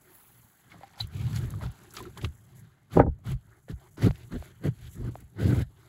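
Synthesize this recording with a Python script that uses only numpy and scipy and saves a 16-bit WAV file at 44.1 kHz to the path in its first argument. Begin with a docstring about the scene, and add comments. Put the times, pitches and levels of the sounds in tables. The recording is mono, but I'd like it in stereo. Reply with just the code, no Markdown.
"""A calf nosing through hay in a tub

A calf's muzzle is close over two microphone ports lying in a plastic tub of hay.
Breath is coloured noise that buffets the ports and booms in the tub; air hisses in the nostrils.
Hay rustles as bright noise, crackles as ringing ticks and snaps in short noise bursts.
Lips pop as decaying tones, the head knocks the tub wall into ringing, and a hard tap rings the rim."""
import sys
import numpy as np
from scipy import signal
from scipy.fft import rfft, irfft
from scipy.io import wavfile
from scipy.ndimage import uniform_filter1d

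SR = 44100
rng = np.random.default_rng(int(sys.argv[2]) if len(sys.argv) > 2 else 0)


def master(y):
    """Save y as 16-bit WAV."""
    cut = np.clip(np.atleast_2d(y).T, -1, 1)
    pcm = np.round(cut * 32767)  # scale
    wavfile.write(sys.argv[1], SR, pcm.astype(np.int16))


N = 259308   # length in samples
HZ = np.maximum(np.arange(N // 2 + 1) * SR / N, 1)   # frequency grid, kept above zero for the logarithms


def from_db(db):
    """Turn dB into gain."""
    return 10 ** (np.asarray(db) / 20)


def rms_one(x):
    """Scale to an rms of 1."""
    return x / np.sqrt(np.mean(x ** 2) + 1e-20)


def at_hz(points):
    """Read a table on the frequency grid, in straight lines on a log axis."""
    hz, value = np.transpose(points)
    return np.interp(np.log(HZ), np.log(hz), value)


def in_time(rows):
    """Turn the level columns of a timed table into gains, sample by sample."""
    s, *levels = np.transpose(rows)
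    return [from_db(np.interp(np.arange(N) / SR, s, column)) for column in levels]


def drift(rate):
    """Slow random wandering with an rms of 1, from noise low-passed near the rate in Hz."""
    r = np.exp(-2 * np.pi * rate / SR)
    noise = rng.standard_normal(N + SR)
    return rms_one(signal.lfilter([1], [1, -2 * r, r * r], noise)[SR:])   # drop the first second


def ring(clicks, hz, t60):
    """A resonance: each unit click starts a sine of height 1 that fades 60 dB in t60 seconds."""
    r, w = from_db(-60 / (t60 * SR)), 2 * np.pi * hz / SR
    return signal.lfilter([0, np.sin(w)], [1, -2 * r * np.cos(w), r * r], clicks + 1e-18)


def lean(x, points):
    """Make the left louder than the right by a table over frequency."""
    side = from_db(at_hz(points) / 2)
    return irfft(rfft(x) * np.array([side, 1 / side]), N)


# How alike the noise is on both sides. Each row: frequency in Hz, likeness from 0 to 1.
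LIKENESS = [(30, 1), (300, 0.79), (800, 0), (2000, .0), (5000, .0)]
# The muzzle is nearer the left port. Each row: frequency in Hz, left over right in dB.
MUZZLE_LEAN = [(300, 0.5), (800, 4.5), (2500, 1.5), (6000, 0)]


def air(spectrum, lumpy_db, lump_rate, grain_db=0):
    """Stereo noise of a given colour, uneven in level, grainy if asked; rms 1."""
    white = rng.standard_normal((2, N)) * from_db(lumpy_db * drift(lump_rate))
    white = white * from_db(grain_db * np.minimum(rng.exponential(1, N), 5))
    mid, side = rfft(white) * from_db(at_hz(spectrum))
    alike = at_hz(LIKENESS)
    pair = np.sqrt(1 + alike) * mid + np.sqrt(1 - alike) * side * [[1], [-1]]
    return rms_one(lean(irfft(pair, N), MUZZLE_LEAN))


def patchy(x, low_hz, high_hz, patch_db, rate):
    """The colour wanders: eight overlapping bands swell and sink on their own; rms 1."""
    place = np.clip(np.log(HZ / low_hz) / np.log(high_hz / low_hz), 0, 1) * 7
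    spectrum = rfft(x)
    total = 0
    for k in range(8):
        band = irfft(spectrum * np.maximum(1 - np.abs(place - k), 0), N)
        total = total + band * from_db(patch_db * drift(rate))
    return rms_one(total)


def steadied(x, window_s):
    """Even out the noise's own swells, so that its level follows the given gains more closely; rms 1."""
    power = uniform_filter1d(np.mean(x ** 2, axis=0), max(int(window_s * SR), 2))
    return rms_one(x / (np.maximum(power, 0) + 0.087) ** 0.14)


def swells(rows, column, shape):
    """Power of one level column: every event rises, holds and falls, and the events add up."""
    rounding = 1.33   # 1 = straight flanks in dB, more = rounded shoulders
    lag, rise, fall = shape
    t, rows = np.arange(0, N + 64, 64) / SR, np.array(rows)   # one point every 64 samples
    start, hold = rows[:, [0]] + lag, rows[:, [1]]
    away = np.maximum(start - t, 0) / rise + np.maximum(t - start - hold, 0) / fall
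    power = np.sum(from_db(rows[:, [column]] - 20 * away ** rounding) ** 2, axis=0)
    return np.interp(np.arange(N) / SR, t, power)


# The level between the events.
# Each row: time in seconds, then bass, low middle, middle and treble levels in dB.
BETWEEN = [(0.0, -67.5, -69, -67.5, -66.5), (0.51, -75.5, -72, -68, -65.5), (1.05, -61, -66, -63.5, -67.5),
           (1.21, -39, -55, -59, -65), (1.33, -45, -52, -55, -55.5), (1.52, -37.5, -50.5, -55.5, -60.5),
           (1.69, -59, -62, -63.5, -64.5), (1.9, -57.5, -65, -62, -62), (2.15, -52, -57, -66.5, -64.5),
           (2.36, -57, -69, -68, -65.5), (2.91, -65, -72, -71.5, -79.5), (3.16, -48, -64.5, -76, -79.5),
           (3.44, -63.5, -74.5, -71.5, -73), (3.73, -59.5, -77, -75.5, -68.5), (4.24, -50.5, -62, -68, -63),
           (4.67, -55.5, -67.5, -68, -70.5), (4.98, -57, -66, -69, -63.5), (5.4, -62, -69, -72, -73.5),
           (5.5, -55, -63.5, -69.5, -75), (5.88, -57.5, -73.5, -72.5, -67)]


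def calm_powers():
    """Quiet sound between the events, whose level wanders in four ranges, as power."""
    return np.square(in_time(BETWEEN))


# Short scuffs of the muzzle on hay and wall. Each row: full level reached at, in seconds before the lag,
# hold in seconds, then low, middle and top levels in dB.
SCUFFS = [(0.72, .005, -52, -57, -68), (0.83, .005, -49, -63, -70), (1.0, .01, -48.5, -49, -49),
          (1.36, .01, -47.5, -44.5, -46), (1.96, .04, -52.5, -50, -50), (2.18, .005, -46, -61, -53),
          (2.57, .03, -75, -80, -60), (3.0, .01, -34.5, -58, -63), (4.38, .1, -59.5, -62.5, -60.5),
          (4.92, .03, -89, -65.5, -53.5), (5.15, .03, -71, -74, -60)]
# One row: lag in seconds, rise and fall in seconds over 20 dB.
SCUFF_SHAPE = (.001, 0.029, 0.024)


def scuff_powers():
    """Rubbing makes short bursts of noise in three ranges, given here as power."""
    return [swells(SCUFFS, k + 2, SCUFF_SHAPE) for k in range(3)]


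# Breaths in. Each row: full level reached at, in seconds before the lag, hold in seconds,
# then levels in dB of the nostril rush, the hiss and the hollow tone of the tub.
SNIFFS = [(0.08, 0.084, -62, -73, -61), (1.85, 0.036, -68, -75, -59), (1.99, 0.083, -70, -76, -45.5),
          (2.52, 0.2, -70, -77, -71), (3.51, 0.072, -65, -81, -68), (3.81, 0.062, -58.5, -70.5, -63),
          (4.16, 0.076, -58.5, -61.5, -59.5), (4.43, 0.083, -59.5, -65, -61.5), (5.79, .1, -63, -68.5, -66)]
# One row: lag in seconds, rise and fall in seconds over 20 dB.
SNIFF_SHAPE = (.001, 0.069, 0.032)


def sniff_powers():
    """Air drawn in rushes and hisses in the nostrils and sounds hollow in the tub, as power."""
    return [swells(SNIFFS, k + 2, SNIFF_SHAPE) for k in range(3)]


# Breaths out and nudges over the ports. Each row: full level reached at, in seconds before the lag,
# hold in seconds, then levels in dB of rumble, boom, buffet, nostril rush and hiss,
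# and last the basic rise time in seconds over 20 dB.
PUFFS = [(0.41, 0.038, -71, -63.5, -66.5, -76, -73.5, 0.5), (0.645, 0.025, -70, -63, -65, -66, -84, .03),
         (0.732, 0.053, -73, -56, -56, -59, -69, 0.08),
         (0.999, 0.041, -40.5, -37.5, -56.5, -67, -55, 0.0145),
         (1.142, 0.072, -60, -35.5, -49, -62, -55, 0.05),
         (1.212, 0.19, -60, -28.5, -53, -58.5, -55.5, 0.05),
         (1.426, 0.015, -38.5, -37, -40, -51.5, -57, 0.1),
         (1.504, 0.085, -49, -35.5, -50.5, -66, -75, 0.14),
         (1.619, 0.039, -37.5, -32, -44, -46, -53.5, 0.0237),
         (2.0, 0.068, -52, -54.5, -51, -58, -60.5, 0.07), (2.171, .01, -55, -46, -42, -60, -66, .015),
         (2.233, 0.015, -28, -29, -34.5, -47.5, -49, .04), (2.586, 0.064, -71, -48, -66, -73, -73.5, 0.2),
         (2.933, .03, -50, -33.5, -41.5, -47, -48.5, 0.035),
         (2.961, .03, -27, -19, -19, -49.5, -54, 0.0219),
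         (3.036, 0.035, -24.5, -31, -30, -74.5, -93, 0.0135),
         (3.269, 0.051, -31.5, -27, -45, -48, -50.5, 0.0361), (3.469, .01, -59, -55, -71, -73, -90, 0.1),
         (3.687, 0.024, -36.5, -33.5, -41, -51.5, -54, 0.0063),
         (3.97, 0.045, -48, -46, -38.5, -49, -56, 0.0039),
         (4.025, 0.045, -28, -19.5, -21.5, -39, -42.5, 0.0289),
         (4.321, .04, -35, -43, -34.5, -52, -57, 0.0238), (4.649, 0.023, -45, -24, -24.5, -42, -50, 0.036),
         (4.84, 0.038, -49, -47, -62, -60, -57, 0.13), (4.975, 0.045, -37.5, -37, -45, -58.5, -66, 0.05),
         (5.04, 0.042, -54, -32, -38, -53, -61, 0.0341), (5.17, 0.049, -49, -52, -55, -65, -68.5, 0.3),
         (5.416, .11, -49, -21.5, -26.5, -42.5, -48, 0.0559),
         (5.55, 0.061, -29, -28.5, -31, -43, -45.5, 0.0557)]
# How each part follows its puff, one row per level column above; the lows come later.
# Each row: lag in seconds, share of the basic rise time, fall in seconds over 20 dB.
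PUFF_SHAPES = [(.03, 1.01, 0.0452), (0.016, 0.93, .045), (.012, 1.02, 0.0055), (.002, 1.02, 0.0332),
               (.002, 0.88, 0.0282)]


def puff_powers():
    """A puff pushes on the ports and rushes out of the nostrils; each part swells in its own time, as power."""
    rise = np.array(PUFFS)[:, -1:]
    return [swells(PUFFS, k + 2, (lag, share * rise, fall))
            for k, (lag, share, fall) in enumerate(PUFF_SHAPES)]


def efforts():
    """Gains of each kind of noise: the powers of puffs, sniffs, scuffs and the calm between add up."""
    calm_rumble_db, calm_hiss_db = -9.5, -6.5   # against the calm bass and middle
    stir_db = -5   # hay stirred by a puff, against its hiss
    rumble, boom, buffet, rush, hiss = puff_powers()
    rush_in, hiss_in, hollow = sniff_powers()
    low, middle, top = scuff_powers()
    bass, low_mids, mids, treble = calm_powers()
    # doubled dB, because these are powers
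    return np.sqrt([rumble + bass * from_db(2 * calm_rumble_db),
                    boom + bass,
                    buffet + low_mids,
                    hollow,
                    rush + rush_in + low + mids,
                    hiss + hiss_in + middle + mids * from_db(2 * calm_hiss_db),
                    hiss * from_db(2 * stir_db) + top + treble])


def crackle():
    """Dry stems tick densely at random, each ringing at one of 16 pitches with a side of its own; rms 1."""
    sizes = from_db(2.3 * np.minimum(rng.exponential(1, N), 4))
    happens = rng.random(N) < 700 * from_db(5.5 * drift(12)) / SR   # around 700 a second, wandering
    ticks = sizes * happens
    pitches, dealt = np.geomspace(800, 6000, 16), rng.integers(0, 16, N)
    sides = from_db(rng.normal(5.6, 4, 16) * np.array([[.5], [-.5]]))   # mostly louder on the left
    total = 0
    for k, hz in enumerate(pitches):
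        total = total + sides[:, [k]] * ring(ticks * (dealt == k), hz, 24.0 / hz)
    return rms_one(total)


# Colour of the fine straw hiss. Each row: frequency in Hz, relative level in dB.
STRAW = [(6000, -29), (9000, -8), (12000, -1.5), (17000, -3.5)]
# Hay shifting. Each row: time in seconds, crackle level in dB, fine straw hiss level in dB.
HAY = [(0, -78, -68.5), (.15, -66.5, -52), (.6, -78.5, -65), (1.0, -58, -104), (1.1, -76, -85),
       (1.2, -58, -81), (1.65, -63, -79), (1.8, -66.5, -89), (1.97, -62.5, -89), (2.35, -76, -85),
       (2.8, -85, -96.5), (5.88, -92, -99)]


def shifting_hay():
    """Stems that move against each other crackle, and fine straw adds a bright hiss."""
    ticks, straw = in_time(HAY)
    return ticks * crackle() + straw * air(STRAW, 1.3, 30)


# Colour of the rustle. Each row: frequency in Hz, relative level in dB.
RUSTLE = [(3000, -44.5), (4800, -13.5), (6500, -2.5), (9000, 0.5), (11500, 0), (13500, -3.5), (15700, -8)]


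def rustling_hay(rustle):
    """Stirred and scuffed hay rustles as bright, patchy noise."""
    return rustle * patchy(air(RUSTLE, 2.8, 120, grain_db=-0.5), 5000, 21000, 0.46, 7)


# Rim resonances. Each row: frequency in Hz, relative level in dB, time to fade 60 dB in seconds.
RIM = [(3470, -10, .035), (3980, 0, .04), (4120, -4, .035), (4230, -5, .035), (4480, -6, .03),
       (4620, -9, .025)]


def clink():
    """A hard tap, four uneven contacts in a row, rings the rim; its tones reach the ports at different moments."""
    start_s, peak_db = 1.003, -14   # peak before the slight lean to the left
    tap = np.zeros(N)
    contacts_s = start_s + np.array([0, .0021, .0037, .0058])
    tap[(contacts_s * SR).astype(int)] = [0.36, 0.23, 0.97, 0.39]
    band = signal.butter(2, [3300, 4900], "band", fs=SR, output="sos")
    tap = signal.sosfilt(band, tap + 1e-18)
    modes = [(-1) ** k * from_db(db) * rms_one(ring(tap, hz, t60)) for k, (hz, db, t60) in enumerate(RIM)]
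    right = sum(np.roll(mode, rng.integers(2, 9)) for mode in modes)   # 2 to 8 samples later
    pair = np.array([sum(modes), right])
    return from_db(peak_db) * pair / np.abs(pair).max() * from_db([[1.5], [-1.5]])


# Stems snapping. Each row: start in seconds, peak level in dB, pitch in Hz, decay time constant in seconds.
SNAPS = [(0.702, -50.5, 4140, 0.0025), (1.071, -38, 11800, 0.0023), (1.329, -39, 3850, 0.0033),
         (1.3607, -27, 4700, 0.0016), (1.505, -29, 12000, 0.0014), (1.663, -42, 3120, 0.0023),
         (1.7155, -44, 11400, 0.003), (1.906, -40.5, 7340, 0.006), (1.937, -33, 11000, 0.0048),
         (1.9666, -26, 4490, 0.004), (1.972, -29.5, 2980, 0.0052), (2.026, -36.5, 11000, 0.0022),
         (2.175, -33.5, 3120, 0.0043), (2.213, -34.5, 2970, 0.0048), (2.234, -53, 3080, 0.0025),
         (2.246, -21.5, 2780, 0.0033), (4.113, -40, 3970, 0.0019), (4.157, -40, 3050, 0.0014),
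         (4.834, -51, 3510, 0.003), (5.166, -50.5, 11400, 0.0023), (5.203, -43.5, 10900, 0.005)]


def snaps():
    """A breaking stem is a short burst of noise that swells and dies, coloured around its pitch."""
    out, t = np.zeros((2, N)), np.arange(SR // 20) / SR
    for s, db, hz, length in SNAPS:
        i = round(s * SR)
        band = signal.butter(2, [hz / 1.54, min(hz * 1.36, 19000)], "band", fs=SR)
        noise = signal.lfilter(*band, rng.standard_normal((2, len(t))))
        burst = noise * np.exp(-t / length) * (1 - np.exp(-t / 0.0006))
        out[:, i:i + len(t)] += from_db(db) * burst / np.abs(burst).max()
    return out


# Lip and tongue pops. Each row: start in seconds, level in dB, pitch it settles to in Hz,
# time to fade 60 dB in seconds, left over right in dB, tick level in dB against the pop.
POPS = [(0.718, -43, 2180, 0.045, 6.5, -14), (0.743, -44.5, 720, 0.018, 18, -17),
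        (0.811, -39, 603, 0.017, 5, -23), (0.834, -35.5, 788, 0.056, 10.5, -5),
        (0.976, -46.5, 805, 0.041, 12, -20), (1.0, -41, 776, 0.034, 21.5, -1),
        (1.539, -35.5, 1170, 0.016, 2, -21), (1.611, -33.5, 1030, 0.016, -7, -24),
        (1.638, -34.5, 1310, 0.02, 1.0, -15), (1.942, -40.5, 1360, 0.019, 12, -15),
        (1.97, -31, 1270, 0.019, 8, 1.5), (1.983, -35.5, 1220, 0.03, 12, -10),
        (2.004, -40, 1020, 0.047, 22, -18), (2.054, -42, 1330, 0.032, 16, -14),
        (2.173, -35.5, 1053, 0.019, -10, -18), (2.23, -48.5, 630, 0.012, 6, -12),
        (2.245, -28, 1185, 0.02, 3, -3), (3.19, -55.5, 630, 0.027, -1, -15),
        (3.683, -37.5, 514, 0.02, -6, -12), (4.109, -22, 574, 0.0066, 3, -7.5),
        (4.325, -37, 520, 0.016, 9, -6), (4.425, -29.5, 640, 0.0099, 5.5, -12),
        (5.155, -25, 710, 0.011, 7.5, -34)]


def pops():
    """A cavity opens with a crisp tick and a small push of air, then rings briefly with falling pitch."""
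    out, t = np.zeros((2, N)), np.arange(SR // 10) / SR
    tick = np.sin(2 * np.pi * 2000 * t) * np.exp(-t / 0.00037)
    push = 0.13 * np.sin(2 * np.pi * 280 * t) * np.exp(-t / 0.0036)   # the small puff of air under each pop
    for s, db, hz, t60, pan_db, tick_db in POPS:
        i = round(s * SR)
        phase = 2 * np.pi * hz * (t + 0.00049 * (1 - np.exp(-t / 0.00011)))
        tone = np.sin(phase) * from_db(-60 * t / t60) * (1 - np.exp(-t / 0.0004))
        pop = tone + from_db(tick_db) * tick + push
        out[:, i:i + len(t)] += pop * from_db([[db + pan_db / 2], [db - pan_db / 2]])
    return out


# Tub wall resonances. Each row: frequency in Hz, relative level in dB, time to fade 60 dB in seconds.
TUB = [(254.3, -3, 0.11), (267.7, 3, 0.064), (353, 1, 0.055), (458, 3.5, 0.062), (520, 2.5, 0.033),
       (596.5, -0.5, .05), (697, 2.5, 0.014), (803, -1.5, 0.059), (919, -11, 0.072), (991, -11, 0.056),
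       (1250, -13, 0.038), (1616, -19, 0.047), (1900, -20.5, 0.011), (2610, -32, .02)]
# The struck wall is on the left. Each row: frequency in Hz, left over right in dB.
WALL_LEAN = [(300, 1), (700, 11), (1300, 17), (3000, -1)]
# Head on the tub wall. Each row: start in seconds, peak level in dB before the lean to the left,
# contact brightness in Hz (the low-pass cutoff).
KNOCKS = [(2.968, -4, 1280), (2.995, 0, 2200), (3.031, -23.5, 900), (3.063, -24.5, 890), (3.078, -39, 688)]


def knocks():
    """Furry blows: a few milliseconds of rough contact set the wall ringing, with the treble softened."""
    out, t = np.zeros(N), np.arange(SR // 4) / SR
    for s, db, soft_hz in KNOCKS:
        i = round(s * SR)
        contact = rng.standard_normal(len(t)) * np.exp(-t / 0.0017) * .02
        contact[0] = 1
        modes = 0
        for k, (hz, mode_db, t60) in enumerate(TUB):
            gain = from_db(mode_db + rng.normal(0, 2.0))   # every blow excites the wall a little differently
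            modes = modes + gain * ring(contact, hz, t60) * (-1) ** k
        modes = signal.lfilter(*signal.butter(2, soft_hz, fs=SR), modes)
        out[i:i + len(t)] += from_db(db) * modes / np.abs(modes).max()
    return lean(out, WALL_LEAN)


# Colours of the nostril rush, with a resonance near 1.5 kHz, and of the hiss, with the higher resonances.
# Each row: frequency in Hz, relative level in dB.
RUSH = [(350, -26), (600, -4.5), (830, -3), (1050, -5), (1500, -1.5), (1800, -4.5), (2100, -6),
        (2500, -24.5), (3500, -58.5)]
HISS = [(1400, -37.5), (2200, -8.5), (2650, -10.5), (3100, -6.5), (3700, -8.5), (4400, -9.5), (5100, -15),
        (6500, -22.5), (9000, -65.5)]


def nostrils(rush, hiss):
    """Air streaming through the nostrils makes noise that their resonances colour."""
    rush_noise = patchy(air(RUSH, 1.1, 42), 490, 2200, 3.3, 14)
    hiss_noise = patchy(air(HISS, 2.0, 60, grain_db=0.5), 2000, 6000, 2.3, 5.6)
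    return rush * rush_noise + hiss * hiss_noise


# Colours of the rumble, boom and buffet of the breath, and of the hollow tone of the air in the tub.
# Each row: frequency in Hz, relative level in dB.
RUMBLE = [(15, -35), (25, -13), (43, -3), (80, 2), (100, -26), (180, -120)]
BOOM = [(44, -40), (75, -12), (102, -3), (119, 0.5), (200, -19.5), (260, -39.5), (440, -120)]
BUFFET = [(100, -29), (170, -1), (194, -4.5), (322, -8), (404, -10), (457, -16), (700, -29), (910, -40),
          (1540, -120)]
HOLLOW = [(150, -50), (270, -12), (330, -1.5), (370, 1.5), (420, -5.5), (500, -22.5), (800, -66)]


def breath(rumble, boom, buffet, hollow):
    """Puffs of air rumble and buffet at the ports and boom in the tub; breaths in add its hollow tone."""
    lows = rumble * steadied(air(RUMBLE, 0, 10), 0.083) + boom * steadied(air(BOOM, 0, 25), 0.021)
    return lows + buffet * air(BUFFET, 2.6, 40) + hollow * air(HOLLOW, 2.5, 28)


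def scene():
    """All sources together at the two ports."""
    rumble, boom, buffet, hollow, rush, hiss, rustle = efforts()
    muzzle = breath(rumble, boom, buffet, hollow) + nostrils(rush, hiss)
    hay = rustling_hay(rustle) + shifting_hay()
    return muzzle + hay + knocks() + pops() + snaps() + clink()


def record(dry):
    """Round the peaks, take the treble from the right port, late and inverted on the left, and cut the top."""
    one_port_hz, cutoff_hz = 5290, 15750
    lag_s, turn = 10 / SR, .47   # delay in seconds, extra phase turn in radians
    left, right = rfft(1.11 * np.tanh(dry / 1.095))
    share = .985 / (1 + (one_port_hz / HZ) ** 15.0)   # how much of the left is taken from the right
    late = -right * np.exp(1j * (turn - 2 * np.pi * HZ * lag_s))
    wide = irfft([np.sqrt(1 - share ** 2) * left + share * late, right], N)
    return signal.sosfilt(signal.ellip(10, .5, 55, cutoff_hz, fs=SR, output="sos"), wide)


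dry = scene()
out = record(dry)
master(out)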